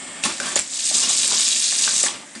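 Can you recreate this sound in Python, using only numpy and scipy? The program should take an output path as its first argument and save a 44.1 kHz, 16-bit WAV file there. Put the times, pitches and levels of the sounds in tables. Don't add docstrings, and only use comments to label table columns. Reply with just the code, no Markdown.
import sys
import numpy as np
from scipy import signal
from scipy.fft import rfft, irfft, next_fast_len
from scipy.io import wavfile
from scipy.ndimage import map_coordinates

SR = 44100
rng = np.random.default_rng(int(sys.argv[2]) if len(sys.argv) > 2 else 0)


def file_out(sig):
    cols = np.atleast_2d(sig).T
    lim = np.clip(cols, -1, 1)
    pcm = np.round(lim * 32767).astype(np.int16)
    wavfile.write(sys.argv[1], SR, pcm)


N = 105840


def amp(db):
    return 10 ** (np.asarray(db) / 20)


def unit(x):
    return x / np.sqrt(np.mean(x ** 2) + 1e-20)


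def along(points, hz):
    f, v = np.transpose(points)
    return np.interp(np.log(hz + 1), np.log(f + 1), v)


def fader(points):
    return amp(np.interp(np.arange(N) / SR, *np.transpose(points)))


def wobble(hz):
    return map_coordinates(rng.standard_normal(2000), [np.arange(N) * hz / SR], mode="wrap")


def swell(s, width_s):
    return np.exp(-((np.arange(N) / SR - s) / width_s) ** 2 / 2)


def strike(s, t60, attack_s):
    t = np.maximum(np.arange(N) / SR - s, 0)
    decay = np.exp(-np.log(1000) * np.minimum(t / t60, 2)) * (t < 2 * t60)
    return t, decay * (1 - np.exp(-t / attack_s))


def filtered(x, response):
    size = next_fast_len(N + SR // 2)
    return irfft(rfft(x, size) * response(np.fft.rfftfreq(size, 1 / SR)), size)[..., :N]


def colour(x, eq):
    def response(hz):
        cepstrum = irfft(np.log(amp(along(eq, hz))))
        cepstrum[len(cepstrum) // 2:] = 0
        return np.exp(2 * rfft(cepstrum) - cepstrum[0])
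    return unit(filtered(x, response))


def noise(eq):
    return colour(rng.standard_normal(N), eq)


def tones(rows, waver):
    t = np.arange(N) / SR
    return sum(np.sqrt(2) * amp(db) * np.sin(2 * np.pi * hz * t + waver * wobble(10)) for hz, db in rows)


def room(x):
    decay = [(200, 0.13), (2000, 0.23), (5000, 0.35), (10000, 0.2)]
    hz, t, spectrum = signal.stft(rng.standard_normal(SR // 2), SR, nperseg=256)
    fade = np.exp(-np.log(1000) * t / along(decay, hz)[:, None])
    tail = signal.istft(spectrum * fade, SR, nperseg=256)[1]
    return signal.fftconvolve(x, tail / np.linalg.norm(tail))[:N]


def machines():
    bed_eq = [(25, -21), (70, -11.5), (105, -14.5), (130, -3), (175, -1), (250, 3.5), (300, 5.5),
              (345, 2.5), (410, -8.5), (570, 2), (700, 0), (1000, -4.5), (1450, -4), (1800, 3),
              (2400, -2.5), (3200, -2.5), (4600, -15), (6500, -10.5), (11000, -12)]
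    bed_ride = [(0, -42), (.55, -37), (.66, -45), (2.1, -41.5), (2.3, -45.5)]
    hum = [(154, -75), (227, -59.5), (276, -61)]
    return noise(bed_eq) * fader(bed_ride) + tones(hum, waver=.8)


def air_leak():
    hiss_eq = [(2000, -16), (5000, -0.5), (6900, -3.5), (7300, 11), (8000, 11), (8700, 8), (9300, -18),
               (11000, -25)]
    whistles = [(1803, -12), (2169, -10), (3257, -16), (7144, -11.5), (7246, -10.5), (8010, -11),
                (8672, -8.5)]
    ride = [(0, -37), (.65, -48), (2.1, -43), (2.3, -55.5)]
    return (noise(hiss_eq) + tones(whistles, waver=.24)) * fader(ride)


def board():
    rumble_eq = [(40, -16), (90, -11.5), (130, -1), (175, -2), (260, 8), (310, -4.5), (430, 3.5),
                 (510, -5.5), (610, 2.5), (720, -3), (1000, 1), (1700, -4.5), (3000, -2), (9000, -18)]
    rumble_ride = [(.2, -42), (.3, -30), (.39, -51), (.43, -31.5), (.52, -34), (.6, -41), (.64, -49),
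                   (.87, -49.5), (.95, -36), (1.1, -33.5), (1.22, -39.5), (1.33, -33.5), (1.45, -41),
                   (1.65, -45.5), (1.9, -36.5), (1.98, -42), (2.13, -35), (2.24, -48.5), (2.28, -56)]
    scrape_eq = [(300, -15), (1200, -2), (1700, 7), (2100, -3.5), (2550, -9), (3400, -3), (5000, -1),
                 (11000, -11.5)]
    swing_db, scrape_db = 3.2, -31.5
    rumble = unit(noise(rumble_eq) * amp(swing_db * np.tanh(wobble(hz=50))))
    scrape = amp(scrape_db + 2.1 * wobble(hz=78.5)) * swell(.466, width_s=.039) * noise(scrape_eq)
    return rumble * fader(rumble_ride) + scrape


def knocks():
    hits = [(.2372, -15, 2600, .03), (.254, -17, 1077, .04), (.4008, -12, 1520, .013),
            (.405, -23, 570, .03), (.5628, -10, 540, .015), (.912, -23.5, 620, .04), (.953, -26, 440, .04),
            (1.105, -28, 740, .04), (1.252, -29, 480, .035), (1.315, -28, 1000, .05),
            (1.326, -26, 480, .05), (1.723, -23, 1800, .025), (1.724, -28, 700, .035),
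            (1.8765, -7.5, 1570, .016), (1.879, -27, 580, .04), (2.0362, -14.5, 540, .015),
            (2.064, -17, 1750, .025), (2.083, -18, 3150, .025), (2.233, -34, 900, .04)]
    rattle_db, rattle_width = -5.5, .5
    out = np.zeros(N)
    for s, db, hz, t60 in hits:
        t, env = strike(s, t60, attack_s=.0005)
        band = lambda f: 1 / (1 + (np.log((f + 1) / hz) / rattle_width) ** 2) ** 2
        rattle = unit(filtered(rng.standard_normal(N), band))
        out += amp(db) * env * (np.sin(2 * np.pi * hz * t) + amp(rattle_db) * rattle)
    low_cut = signal.butter(2, 270, "high", fs=SR, output="sos")
    return signal.sosfilt(low_cut, out)


def frame():
    shudders = [(0.255, -18.5), (1.321, -35.5), (2.361, -27.5)]
    modes = [(230.8, -3, 0.19), (275, -4, 0.1), (334, -17.5, 0.46)]
    out = np.zeros(N)
    for s, db in shudders:
        for hz, mode_db, t60 in modes:
            t, env = strike(s, t60, attack_s=.0052)
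            out += amp(db + mode_db) * env * np.sin(2 * np.pi * hz * t)
    return out


def arm():
    clacks = [(0.2377, -35, -32, -18, 0.13), (0.2509, -27.5, -29, -20.5, 0.15),
              (0.401, -33.5, -37, -22.5, 0.053), (0.562, -31, -21.5, -15.5, 0.078),
              (0.573, -40, -25, -21, 0.059), (0.5914, -19, -24, -17.5, 0.0078),
              (0.5961, -23.5, -35, -14, 0.0036), (0.601, -49, -44, -24, 0.013),
              (2.037, -31, -30.5, -19, 0.091), (2.058, -31.5, -38, -24, 0.24),
              (2.351, -47, -38.5, -38, 0.23)]
    low_eq = [(60, -57), (180, -14.5), (330, 7.5), (480, -3.5), (590, 4), (730, 5.5), (1050, 6.5),
              (1600, -5.5), (4000, -89)]
    mid_eq = [(300, -25), (900, -15), (1400, -9), (1900, 3), (3000, -13), (4500, -20), (9000, -51)]
    high_eq = [(1200, -17), (2400, -5.5), (4500, -0.5), (7500, -1), (8800, 0), (11000, -14)]
    ticks = [(.2393, -11, 5700, .012), (.5576, -.5, 6900, .009), (.5619, -7, 7600, .007),
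             (.5914, 1, 7700, .004), (.5957, 1.5, 7500, .005), (2.0302, -1.5, 7700, .011),
             (2.353, -28, 4750, .012)]
    clack_crack_db, tick_crack_db = -1, -15
    low, mid, high = noise(low_eq), noise(mid_eq), noise(high_eq)
    out = np.zeros(N)
    for s, low_db, mid_db, high_db, t60 in clacks:
        steel = amp(low_db) * low + amp(mid_db) * mid + amp(high_db) * high
        steel = np.roll(steel, rng.integers(N))
        _, ring = strike(s, t60, attack_s=.0001)
        _, crack = strike(s, t60=.004, attack_s=.0001)
        out += steel * (ring + amp(clack_crack_db) * crack)
    for s, db, hz, t60 in ticks:
        t, env = strike(s, t60, attack_s=.0003)
        out += amp(db) * env * (np.sin(2 * np.pi * hz * t) + amp(tick_crack_db) * high)
    return out


def steel_echoes(x):
    reflections = [(.00091, -.1), (.00231, -.07), (.00484, -.09), (.00497, .13)]
    echoes = np.zeros(N)
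    for delay_s, gain in reflections:
        drift = 1 + .02 * wobble(hz=4)
        echoes += gain * map_coordinates(x, [np.arange(N) - delay_s * SR * drift])
    return x + echoes


def glue_snaps(per_s):
    low_hz, high_hz, spread_db, snap_s = 200, 11800, 5.6, .00018
    when, pitch, phase, size = rng.random((int(per_s * N / SR), 4)).T[..., None]
    t = np.arange(80) / SR
    hz = low_hz + pitch * (high_hz - low_hz)
    gain = amp(-spread_db * np.log(size + .1))
    pings = gain * t * np.exp(-t / snap_s) * np.sin(2 * np.pi * (hz * t + phase))
    samples = (when * N).astype(int) + np.arange(len(t))
    return np.bincount(samples.ravel(), pings.ravel(), N)[:N]


def tape():
    peel_eq = [(300, -72), (1000, -33), (1800, -16), (2700, -11), (3900, -4), (5000, -4), (7300, -2),
               (8400, -2), (9400, -13.5), (11000, -14)]
    peel_ride = [(.21, -71), (.23, -37), (.33, -34), (.38, -35), (.49, -28.5), (.62, -39), (.69, -36),
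                 (.73, -28.5), (.82, -24.5), (.9, -18.5), (.928, -26), (.946, -18), (1.06, -22.5),
                 (1.078, -26), (1.09, -20.5), (1.2, -20.5), (1.38, -20.5), (1.58, -21), (1.78, -21),
                 (1.84, -21), (1.92, -23), (2.003, -17), (2.026, -22.5), (2.07, -23.5), (2.11, -47),
                 (2.2, -46)]
    lower_ride = [(.3, -0.5), (.5, -4), (.78, -2), (.98, -4), (1.05, 2.5), (1.13, -4), (1.225, 0),
                  (1.28, -3.5), (1.375, 2), (1.45, -2.5), (1.52, 1), (1.57, -4), (1.67, 0), (1.78, -3.5),
                  (1.835, 2), (1.92, -2), (2.04, -6)]
    split_hz, drift_db = 6300, .4
    judder_hz, judder_db = 120, 1.6
    squeak_hz, squeak_db = 2834, -29
    crackle = colour(glue_snaps(per_s=4800), peel_eq)
    lower = filtered(crackle, lambda hz: 1 / (1 + (hz / split_hz) ** 10))
    upper = crackle - lower
    lower = lower * fader(lower_ride) * amp(drift_db * wobble(hz=21.6))
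    upper = upper * amp(drift_db / 2 * wobble(hz=23.3))
    squeak = tones([(squeak_hz, squeak_db)], waver=5.4) * swell(1.04, width_s=.007)
    judder = amp(judder_db * np.tanh(wobble(judder_hz)))
    return unit((lower + upper) * judder) * fader(peel_ride) + squeak


def scene():
    side_eq = [(30, -14), (70, -17), (150, -9.5), (280, -8), (500, -1), (2000, 1), (4000, -1.5), (8000, -1)]
    room_db, width_db, balance_db = -5.5, -17.5, .24
    applicator = steel_echoes(tape()) + board() + arm() + frame() + knocks()
    mid = applicator + amp(room_db) * room(applicator) + air_leak() + machines()
    spectrum = signal.stft(mid, nperseg=256)[2]
    scatter = np.exp(2j * np.pi * rng.random(spectrum.shape))
    diffuse = signal.istft(2 * spectrum * scatter, nperseg=256)[1][:N]
    side = filtered(diffuse, lambda hz: amp(width_db + along(side_eq, hz)))
    return np.array([(mid + side) * amp(balance_db / 2), (mid - side) * amp(-balance_db / 2)])


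def record(dry):
    ceiling, top_hz = .8, 11080
    rounded = dry / (1 + (dry / ceiling) ** 6) ** (1 / 6)
    return filtered(rounded, lambda hz: np.clip((top_hz - hz) / 100, 0, 1))


dry = scene()
out = record(dry)
file_out(out)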